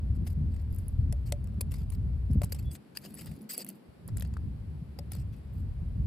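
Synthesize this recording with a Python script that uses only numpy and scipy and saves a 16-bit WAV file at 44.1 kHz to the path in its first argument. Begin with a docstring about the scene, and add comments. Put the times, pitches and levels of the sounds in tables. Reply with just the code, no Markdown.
"""A curved steel blade prises an oyster from a shore rock: shell snaps, crumbles and scrapes close by.
Snaps, strokes and flakes are bursts of micro-fractures, coloured by resonances and scattered by reflections.
The blade knocks dully on the rock and pieces of shell ring: both are sums of damped sine modes.
Wind rumbles on the microphone as shaped noise and single pressure swings, with a lull in the middle.
Behind it are a soft shore hush of steady noise and one thin peep, a wavering sine."""
import sys
import numpy as np
from scipy import signal
from scipy.fft import rfft, irfft, next_fast_len
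from scipy.io import wavfile
from scipy.ndimage import uniform_filter1d, map_coordinates

SR = 44100
rng = np.random.default_rng(int(sys.argv[2]) if len(sys.argv) > 2 else 0)


def put_to_file(sound):
    """Save the sound as 16-bit audio at rate SR, in the file named by the first command-line argument."""
    columns = np.atleast_2d(sound).T  # one column per channel
    safe = np.clip(columns, -1, 1)
    whole_steps = np.round(safe * 32767)
    wavfile.write(sys.argv[1], SR, whole_steps.astype(np.int16))


N = 267554


def amp(db):
    """Level definition: decibels to amplitude gain."""
    return 10 ** (np.asarray(db) / 20)


def unit(x):
    """Normalisation by mean power: scale to rms 1."""
    return x / np.sqrt(np.mean(x ** 2) + 1e-20)


def along(points, hz):
    """Logarithmic frequency scale: interpolate (Hz, value) points along it."""
    f, v = np.transpose(points)
    return np.interp(np.log(hz + 1), np.log(f), v)


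def curves(rows):
    """Linear interpolation in time: one value per sample for each column after the time."""
    s, *cols = np.transpose(rows)
    return [np.interp(np.arange(N) / SR, s, c) for c in cols]


def filtered(x, response):
    """Linear filtering: multiply the spectrum of x by a response of frequency."""
    size = next_fast_len(N + SR // 2)
    spectrum = rfft(x, size) * response(np.fft.rfftfreq(size, 1 / SR))
    return irfft(spectrum, size)[..., :N]


def causal(colour, size=1024):
    """Minimum phase: folding the cepstrum packs a colour (dB of Hz) into the earliest response."""
    cepstrum = irfft(np.log(amp(colour(np.fft.rfftfreq(size, 1 / SR)))))
    cepstrum[1:size // 2] *= 2
    cepstrum[size // 2 + 1:] = 0
    return irfft(np.exp(rfft(cepstrum)))[:size // 2]


def add(track, s, sound):
    """Superposition: mix a sound into the track at time s."""
    part = track[:, max(round(s * SR), 0):][:, :sound.shape[-1]]
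    part += sound[..., :part.shape[-1]]


def rush(colour, side_db):
    """Mid-side decomposition: coloured stereo noise of rms 1, wider with more side signal."""
    mid, side = filtered(rng.standard_normal((2, N)), lambda hz: amp(colour(hz)))
    side = amp(side_db) * side
    return unit(np.array([mid + side, mid - side]))


def wobble(rate):
    """Slow random modulation: a smooth curve with rate knots a second."""
    return map_coordinates(rng.standard_normal(SR // 100), [np.arange(N) * rate / SR], mode="mirror")


def scatter(t60, count):
    """Diffuse reflection: an exponentially decaying noise tail for each port, energy 1."""
    tail = rng.standard_normal((2, count)) * amp(-60 * np.arange(count) / SR / t60)
    return tail / np.linalg.norm(tail, axis=1, keepdims=True)


def fractures(count, rate, spread_db):
    """Random impulse process: micro-breaks, rate a second on average, of widely differing sizes."""
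    happens = rng.random(count) < rate / SR
    sign = rng.choice([-1, 1], count)
    return happens * sign * amp(spread_db * rng.standard_normal(count))


# Resonances of the oyster's shell, before random detuning and weighting: centre_hz, width_hz, height_db
SHELL_RESONANCES = [(2650, 400, 5), (4750, 720, 13), (8110, 510, 8), (11640, 500, 4.5), (13600, 730, 12)]
# Broad treble peaks and dips of the microphone ports: frequency_hz, gain_db
PORT_RESPONSE = [(2800, -1), (3550, -1.5), (4750, 3), (6200, 0.5), (7200, 2), (8150, 1.5), (8800, -1),
                 (9600, -9), (10500, 2.5), (11400, 1), (12500, -13), (13500, 0), (14700, -5), (16000, -25)]


def shell(force, body_db, bright_db, ring, piece_hz=10000, piece_db=0, low_db=0, shape_db=3.5):
    """Source-filter principle: resonances and craggy reflections colour tiny fractures; mean port energy 1."""
    piece_width, bump_spacing_hz = 0.17, 260  # width is a fraction of the piece's pitch
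    near_db, far_db = -4, -14
    spectrum = [(150, body_db + low_db - 9.5), (550, body_db + low_db + 10.5),
                (1100, body_db + low_db / 2 - 2.5), (2100, body_db + 0.5), (4500, body_db - 6),
                (6300, body_db / 2 - 7.5), (8000, 0), (11000, bright_db - 0.5), (14500, bright_db + 0.5)]
    shift = np.exp(0.014 * rng.standard_normal())  # the resonances move with the point of contact
    bumps = shape_db * rng.standard_normal(80)  # every spot has its own small peaks and dips

    def colour(hz):
        """Resonance: bell-shaped peaks add in decibels to the broad spectrum."""
        peaks = sum(db / (1 + (2 * (hz - shift * centre) / width) ** 2)
                    for centre, width, db in SHELL_RESONANCES)
        piece = piece_db / (1 + (2 * (hz / piece_hz - 1) / piece_width) ** 2)
        spot = np.interp(hz / bump_spacing_hz, np.arange(len(bumps)), bumps)
        return along(spectrum, hz) + ring * peaks + piece + spot + along(PORT_RESPONSE, hz)

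    snap = signal.fftconvolve(force, causal(colour))
    near = amp(near_db) * scatter(t60=0.0078, count=2048)
    far = amp(far_db) * scatter(t60=0.053, count=2048)
    paths = near + far
    paths[:, 0] += 1  # the direct sound
    pair = signal.fftconvolve(snap[None], paths, axes=1)
    return pair / np.sqrt(np.sum(pair ** 2) / 2 + 1e-20)


# Shell snaps; level is over 10 ms, brightness tilts treble against body, pitch is that of the piece:
# start_s, level_db, brightness_db, crumbling_time_s, pitch_hz
SNAPS = [(0.2673, -54.5, -9, 0.0022, 13000), (0.2721, -49.5, -3, 0.0042, 9600),
         (0.727, -60, 14, .0007, 13500), (0.7468, -57, 11, 0.00076, 13100), (0.762, -58, 14, .001, 12000),
         (0.7851, -53, 9, 0.0026, 10800), (0.882, -47, 24, .0004, 10800),
         (1.125, -44.5, -1.5, 0.0017, 11000), (1.3225, -36.5, -3, 0.0011, 7800),
         (1.4417, -60.5, 7.5, .0016, 7360), (1.473, -62.5, -7, 0.0012, 11300),
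         (1.609, -34, 3.5, 0.0028, 10800), (1.718, -50, -5, 0.0032, 10600), (1.74, -51, -7, 0.0026, 9900),
         (1.902, -51, -0.5, 0.00081, 10200), (2.3328, -57, 22, .0007, 11000),
         (2.4179, -46.5, -0.5, 0.0023, 7600), (2.4336, -42.5, -3, 0.0049, 4900),
         (2.4447, -42.5, 11.5, .0014, 7800), (2.5216, -37.5, 4, 0.0036, 7600),
         (2.546, -50, -4, 0.0035, 5240), (2.752, -50.5, -10, 0.0044, 8150),
         (2.9715, -40.5, 24, 0.0007, 11560), (3.05, -54, -8, 0.001, 8700), (3.142, -46.5, 26, .0005, 9900),
         (3.1507, -51, 20, 0.0013, 10200), (3.186, -53.5, 11, 0.00064, 12500),
         (3.2105, -51, 4, 0.00063, 11200), (3.2597, -52.5, 5, 0.0013, 15110),
         (3.315, -59, -25, 0.0013, 2200), (3.418, -59.5, 16, .0005, 10000),
         (3.539, -46, 13, 0.00035, 14800), (3.5787, -33.5, 16, 0.00054, 12100),
         (3.606, -53.5, -2, 0.00084, 5000), (3.6465, -45.5, 10, 0.00064, 14000),
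         (3.6646, -53, 0.5, 0.0026, 13000), (3.6885, -41, 21, 0.00118, 14100),
         (3.701, -54, 0, 0.0016, 12400), (4.0781, -48, 14, .0016, 10800),
         (4.0854, -55.5, -11, 0.0041, 1680), (4.17, -44, 4, 0.0024, 9600), (4.1817, -57, -8, 0.0017, 6800),
         (4.198, -48.5, 10, 0.00074, 11700), (4.2085, -51, 3, 0.00073, 3770),
         (4.2228, -45, 2, 0.0013, 10400), (4.2497, -57, -8, 0.0018, 2250), (4.3379, -59, -13, 0.002, 6600),
         (4.3692, -62, -11, 0.0016, 1400), (4.9883, -49, -3, 0.003, 4700), (5.119, -44.5, 7, 0.0019, 5480),
         (5.134, -52, -4, 0.0012, 5200), (5.151, -51, -1.5, 0.0011, 8100)]


def cracks(first_break=0.29, body_db=-0.5, treble_db=3):
    """Brittle fracture: a break runs on through the layers; flakes are bright, thick pieces dull."""
    out, t = np.zeros((2, N)), np.arange(SR // 50) / SR
    for s, db, bright_db, crumble, hz in SNAPS:
        envelope = np.exp(-(t / (2 * crumble + 1e-4)) ** 2)
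        force = fractures(len(t), rate=9600, spread_db=3) * envelope
        force /= np.linalg.norm(force) + 1e-9
        force[0] += first_break
        snap = shell(force, body_db - bright_db / 2, treble_db + bright_db / 2, ring=0.14,
                     piece_hz=hz, piece_db=7, shape_db=2.2)
        add(out, s, amp(db) * np.sqrt(SR / 100) * snap)
    return out


# Strokes of blade or finger over shell: start_s, end_s, level_db, brightness_db
STROKES = [(0.152, 0.175, -68, 2), (0.252, 0.332, -62.5, 6), (0.512, 0.631, -69.5, -3.5),
           (0.705, 0.941, -71, 5.5), (1.26, 1.302, -60.5, -1.5), (1.71, 1.839, -61.5, -1),
           (1.92, 1.954, -59.5, 3), (2.303, 2.357, -67.5, -1.5), (2.433, 2.485, -60.5, -4),
           (2.495, 2.683, -67.5, 0), (2.587, 2.598, -54.5, 4), (2.711, 2.765, -54, 7),
           (2.952, 2.986, -55, -8), (3.026, 3.074, -55.5, -5), (2.986, 3.46, -63.5, 2),
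           (3.166, 3.238, -54.5, -1), (3.243, 3.337, -61.5, -5), (3.493, 3.552, -41.5, 3),
           (3.547, 3.576, -55.5, -2), (3.675, 3.714, -58.5, -2), (3.576, 3.63, -45.5, -3),
           (3.708, 3.79, -70.5, 5), (4.178, 4.286, -66, -16), (5.113, 5.173, -62, -7),
           (5.161, 5.226, -64, -4), (5.326, 5.394, -71, -6), (5.523, 5.622, -72, 11)]
SPOT_SAMPLES = SR // 40  # the edge reaches a new spot of shell every 25 ms


def scrapes(body_db=7, treble_db=6):
    """Stick-slip friction: the edge catches and slips; a hard push is dense, steady and makes shell sing."""
    grip_db, grip_rate = 5, 140  # slip depth, and knots a second
    overrun, bite = 0.004, 0.0028  # s beyond each end, s of onset
    out = np.zeros((2, N))
    for start, end, db, bright_db in STROKES:
        t = np.arange(max(round((end - start + 2 * overrun) * SR), SR // 100)) / SR
        effort = min(amp((db + 45) / 2), 1)  # full from -45 dB upward
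        slips = map_coordinates(rng.standard_normal(SR // 100), [t * grip_rate], mode="mirror")
        grip = amp(grip_db * (1 - effort / 2) * slips)
        # pressure builds fast and eases slowly
        push = np.sqrt(np.abs(np.sin(np.pi * (t / t[-1]) ** 0.6)))
        push = push * (1 - np.exp(-(t / bite) ** 2))
        grains = fractures(len(t), rate=9000 * effort ** 0.5, spread_db=2.5)
        force = unit(grains * grip * push)
        thin_db = 9 * effort  # pressing harder narrows the sound toward the shell's upper resonances
        for first in range(0, len(t), SPOT_SAMPLES):
            part = force[first:first + SPOT_SAMPLES]
            rasp = shell(part, body_db - thin_db - bright_db / 2, treble_db - thin_db + bright_db / 2,
                         ring=0.34 + 0.88 * effort, low_db=-13 * effort)
            add(out, start - overrun + first / SR, amp(db) * np.linalg.norm(part) * rasp)
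    return out


def flakes(rate=18, loudest_db=-57, body_db=-1, treble_db=12, crumble=0.0025):
    """Random chipping: in all but the shortest strokes flakes break off, about rate a second, as bright ticks."""
    pitch_hz, pitch_spread = 9000, 0.27  # centre, and spread of its natural logarithm
    out, t = np.zeros((2, N)), np.arange(SR // 100) / SR
    for start, end, stroke_db, _ in STROKES:
        count = round(rate * (end - start))
        for s in rng.uniform(start, end, count):
            force = fractures(len(t), rate=4600, spread_db=7) * np.exp(-t / crumble)
            force[0] += 1
            size = amp(min(stroke_db - 1, loudest_db)) * np.sqrt(SR / 100)
            piece_hz = pitch_hz * np.exp(pitch_spread * rng.standard_normal())
            tick = shell(force, body_db, treble_db, ring=0.2, piece_hz=piece_hz, piece_db=8.5)
            add(out, s, size * tick)
    return out


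# The oyster's root gives way: start_s, end_s, level_db
ROOT_TEAR = (3.577, 3.62, -54)
# Dull colour of the crunch, relative: frequency_hz, level_db
TEAR_COLOUR = [(220, -24), (380, 3), (600, -0.5), (780, -8), (1100, -31), (4000, -70)]


def tear(rate=700, fade_s=0.066):
    """Progressive rupture: the root crumbles off the rock in a short, dull crunch that starts with a jerk."""
    start, end, db = ROOT_TEAR
    out, t = np.zeros((2, N)), np.arange(max(round((end - start) * SR), SR // 100)) / SR
    force = fractures(len(t), rate, spread_db=2) * np.exp(-t / fade_s)
    force[0] += 2
    crunch = signal.fftconvolve(force, causal(lambda hz: along(TEAR_COLOUR, hz)))
    add(out, start, amp(db) * unit(crunch))
    return out


# Blows that reach the rock; level is relative, hardness tilts the modes per octave:
# start_s, level_db, hardness_db_per_octave
BLOWS = [(1.126, -49, -1), (1.3232, -36, 2.5), (1.611, -56, 0), (2.417, -40, 1), (2.55, -58.5, -8),
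         (4.989, -48, -3)]
# Modes of the blade, damped by hand and rock; level is relative: frequency_hz, level_db, t60_s
BLADE_MODES = [(490, -1, 0.015), (579, 3, 0.11), (699, -1, 0.06), (850, 1, 0.013), (2060, 2, 0.013),
               (2700, -1, .009), (3300, -3, 0.011), (5150, -8, .006)]


def knocks(level_db=-1, attack=0.00086, thud_db=-3, thud_body_db=20):
    """Impact excitation of damped modes: the blade rings briefly over a dry thud, each blow unlike the last."""
    out, t = np.zeros((2, N)), np.arange(SR // 8) / SR
    hz, mode_db, t60 = np.transpose(BLADE_MODES)[:, :, None]
    for s, db, hardness_db in BLOWS:
        tilt_db = hardness_db * np.log2(hz / hz[0])
        chance_db = 2 * rng.standard_normal(hz.shape)
        strength = amp(mode_db + tilt_db + chance_db - 60 * t / t60)
        modes = strength * np.sin(2 * np.pi * (hz * t + rng.random(hz.shape)))
        ring = np.sum(modes, 0) * (1 - np.exp(-t / attack))
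        size = amp(db + level_db) * np.sqrt(SR / 100)
        add(out, s, size * ring / np.linalg.norm(ring))
        thud = shell(np.ones(1), thud_body_db, 0, ring=0, low_db=16.5 - 2 * hardness_db)
        add(out, s, size * amp(thud_db) * thud)
    return out


# Pieces of shell that spring free or are set down, and ring; level is over 10 ms:
# start_s, level_db, pitch_hz, t60_s
RINGING_PIECES = [(1.612, -52, 4640, 0.012), (2.5235, -44.5, 4650, 0.014), (2.9719, -39.5, 4650, 0.016),
                  (2.972, -50, 1830, 0.011), (3.499, -50, 4653, 0.022), (3.519, -50, 4700, 0.022),
                  (3.6058, -53, 4650, .02), (3.665, -59.5, 2060, 0.013), (4.086, -59, 965, 0.022),
                  (2.9722, -49.5, 2740, 0.014), (4.208, -56.5, 3900, 0.013), (4.3682, -48.5, 1250, 0.007),
                  (2.418, -51, 1060, 0.012), (4.9888, -51, 4720, 0.024)]


def clacks():
    """Modal vibration: a small curved piece rings for a moment in a cluster of modes."""
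    out, t = np.zeros((2, N)), np.arange(SR // 20) / SR
    modes = [(0.62, -6.5), (0.76, -12.5), (1, 7.5), (1.14, 2), (1.35, -13)]  # (pitch ratio, dB)
    ratio, mode_db = np.transpose(modes)[:, :, None]
    for s, db, hz, t60 in RINGING_PIECES:
        # each port hears it from its own side
        phase = ratio * hz * t + 0.17 * rng.standard_normal((2, len(ratio), 1))
        ring = np.sum(amp(mode_db - 60 * t / t60) * np.sin(2 * np.pi * phase), 1)
        ring = ring * (1 - np.exp(-t * hz))
        add(out, s, amp(db) * np.sqrt(SR / 100) * ring / np.linalg.norm(ring[0]))
    return out


def eddies(spectrum, side_db, span):
    """Power levelling: turbulence noise whose strength stays even over span seconds."""
    noise = rush(lambda hz: along(spectrum, hz), side_db)
    power = uniform_filter1d(np.mean(noise ** 2, 0), int(span * SR))
    return noise / np.sqrt(np.abs(power) + 1e-6)


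# Strength of the wind on the microphone, relative: time_s, level_db
WIND_STRENGTH = [(0.0, -31.5), (0.9, -33.5), (0.99, -29), (1.45, -35), (2.24, -31), (2.37, -29),
                 (2.52, -36.5), (2.69, -32), (2.85, -75), (2.96, -63.5), (3.19, -58), (3.32, -40.5),
                 (3.44, -77), (3.84, -84), (3.885, -54), (3.96, -63), (4.14, -35), (4.35, -35),
                 (4.95, -42.5), (5.28, -35.5), (5.39, -43), (5.62, -34), (6.07, -31.5)]
# A soft low rush that swells during the lull, before random lumps: time_s, level_db
LULL_SWELL = [(2.75, -58), (2.95, -63), (3.1, -50), (3.25, -59), (3.38, -47.5), (3.45, -48), (3.48, -61),
              (3.7, -51.5), (3.8, -62)]
# Brief gusts full of small eddies; half length is to 1/e of the lift in dB: centre_s, half_length_s, lift_db
EDDY_GUSTS = [(0.222, 0.023, 10.5), (0.392, 0.051, 7), (2.368, 0.046, 13), (3.35, 0.072, 8)]
# Relative noise spectra of large eddies, deep pressure, small eddies and low rush:
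# frequency_hz, level_db_per_hz
BUFFET_SPECTRUM = [(20, -32.5), (45, -24.5), (68, 4.5), (102, -0.5), (135, -9.5), (180, -31), (260, -33.5),
                   (500, -120)]
DEEP_SPECTRUM = [(15, -17), (30, -20), (50, 2.5), (70, -2.5), (110, -31.5), (400, -120)]
FLUTTER_SPECTRUM = [(60, -47.5), (110, -3.5), (150, 4.5), (200, -1.5), (260, -9.5), (340, -21.5),
                    (500, -35), (900, -49), (4000, -120)]
LOW_RUSH_SPECTRUM = [(110, -32), (200, 7), (290, -1.5), (380, -10), (520, -25.5), (1200, -49), (3000, -120)]


def wind(buffet_gain_db=-1, deep_gain_db=-5, flutter_db=-45, usual_db=-33):
    """Turbulent pressure: large eddies follow the wind, deep ones exaggerate it, small ones follow less."""
    deep_growth, flutter_growth = 1.8, 0.42  # dB per dB of wind
    (wind_db,), (swell_db,) = curves(WIND_STRENGTH), curves(LULL_SWELL)
    t, excess_db = np.arange(N) / SR, wind_db - usual_db
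    gust_db = sum(db * np.exp(-((t - s) / half) ** 2) for s, half, db in EDDY_GUSTS)
    lump_db = 2.5 * wobble(rate=11)
    buffet_db = wind_db + buffet_gain_db + lump_db / 2
    buffet = amp(buffet_db) * eddies(BUFFET_SPECTRUM, side_db=-15, span=0.077)
    deep_db = usual_db + deep_growth * excess_db + deep_gain_db
    deep = amp(deep_db) * eddies(DEEP_SPECTRUM, side_db=-21.5, span=0.024)
    small_db = flutter_db + flutter_growth * excess_db + gust_db + lump_db
    flutter = amp(small_db) * eddies(FLUTTER_SPECTRUM, side_db=-9, span=0.14)
    low_rush = amp(swell_db + lump_db) * eddies(LOW_RUSH_SPECTRUM, side_db=-20, span=0.076)
    return buffet + deep + flutter + low_rush


# Single eddies that slap the microphone; level is relative: centre_s, level_db, pitch_hz
EDDY_SLAPS = [(0.108, -17.5, 77), (0.175, -34.5, 243), (0.233, -23.5, 144), (0.379, -24.5, 142),
              (0.996, -17.5, 97), (1.586, -27, 156), (1.818, -25.5, 139.9), (2.304, -23, 200),
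              (2.315, -16.5, 107.8), (2.333, -23, 97.5), (2.359, -15, 169), (2.381, -16.5, 69.5),
              (2.441, -22.5, 138), (3.893, -44, 80), (4.141, -30, 105), (4.825, -28, 147),
              (5.195, -28.5, 113), (5.269, -28.5, 84), (5.831, -26, 131)]


def puffs(level_db=-1, cycles=0.83, break_ratio=2.54, break_db=-22):
    """Vortex passage: an eddy swings the pressure for about two cycles and sheds a smaller, faster one."""
    out, t = np.zeros((2, N)), np.arange(-SR // 20, SR // 20) / SR

    def swing(hz):
        """Wave packet: a sine of random phase under a bell-shaped envelope."""
        return np.sin(2 * np.pi * (hz * t + rng.random())) * np.exp(-(t * hz / cycles) ** 2)

    for s, db, hz in EDDY_SLAPS:
        pressure = swing(hz) + amp(break_db) * swing(break_ratio * hz)
        add(out, s + t[0], amp(db + level_db) * pressure)
    return out


# Spectrum of the shore hush, relative: frequency_hz, level_db_per_hz
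SHORE_SPECTRUM = [(60, -22.5), (170, 4.5), (400, 4), (700, -4), (1200, -10.5), (2700, -16.5), (4600, -23.5),
                  (6500, -34.5), (8300, -28), (11000, -25), (14500, -28.5)]


def shore(level_db=-59):
    """Stationary diffuse noise: the even hush of the open shore."""
    return amp(level_db) * rush(lambda hz: along(SHORE_SPECTRUM, hz) + along(PORT_RESPONSE, hz), side_db=-0.5)


# Glide of the peep, before its waver: time_s, pitch_hz, peak_level_db
PEEP_GLIDE = [(2.638, 3580, -87), (2.652, 3400, -67), (2.666, 3390, -61), (2.682, 3420, -62),
              (2.7, 3430, -64.5), (2.716, 3340, -64), (2.73, 3350, -82.5)]


def peep(waver_hz=12):
    """Frequency modulation: one thin, slightly wavering sine, like a far shorebird."""
    hz, db = curves(PEEP_GLIDE)
    t = np.arange(N) / SR
    hz = hz + waver_hz * unit(filtered(rng.standard_normal(N), lambda f: f < 150))
    sounding = (t > PEEP_GLIDE[0][0]) * (t < PEEP_GLIDE[-1][0])
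    return amp(db) * np.sin(2 * np.pi * np.cumsum(hz) / SR) * sounding


# Level difference of the work, left over right: frequency_hz, difference_db
LEFT_OVER_RIGHT = [(400, 5), (2500, 4), (4700, 4.5), (6200, 6), (8000, 1), (11000, 0)]


def scene(lead=0.000016, wind_pan_db=0.56):
    """Interaural-style cues: the left port hears the work louder and lead seconds sooner."""
    def toward_left(hz):
        """Level and phase difference: half for each port, with opposite signs."""
        gain = amp(np.outer([1, -1], along(LEFT_OVER_RIGHT, hz)) / 2)
        return gain * np.exp(1j * np.pi * lead * np.outer([1, -1], hz))

    work = filtered(cracks() + scrapes() + flakes() + tear() + knocks() + clacks(), toward_left)
    air = (wind() + puffs() + shore()) * amp([[wind_pan_db], [-wind_pan_db]])
    return work + air + peep()


TOP_HZ = 16400  # upper band limit


def record(dry):
    """Band limiting: nothing passes at or above the top frequency."""
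    return filtered(dry, lambda hz: hz < TOP_HZ)


dry = scene()
out = record(dry)
put_to_file(out)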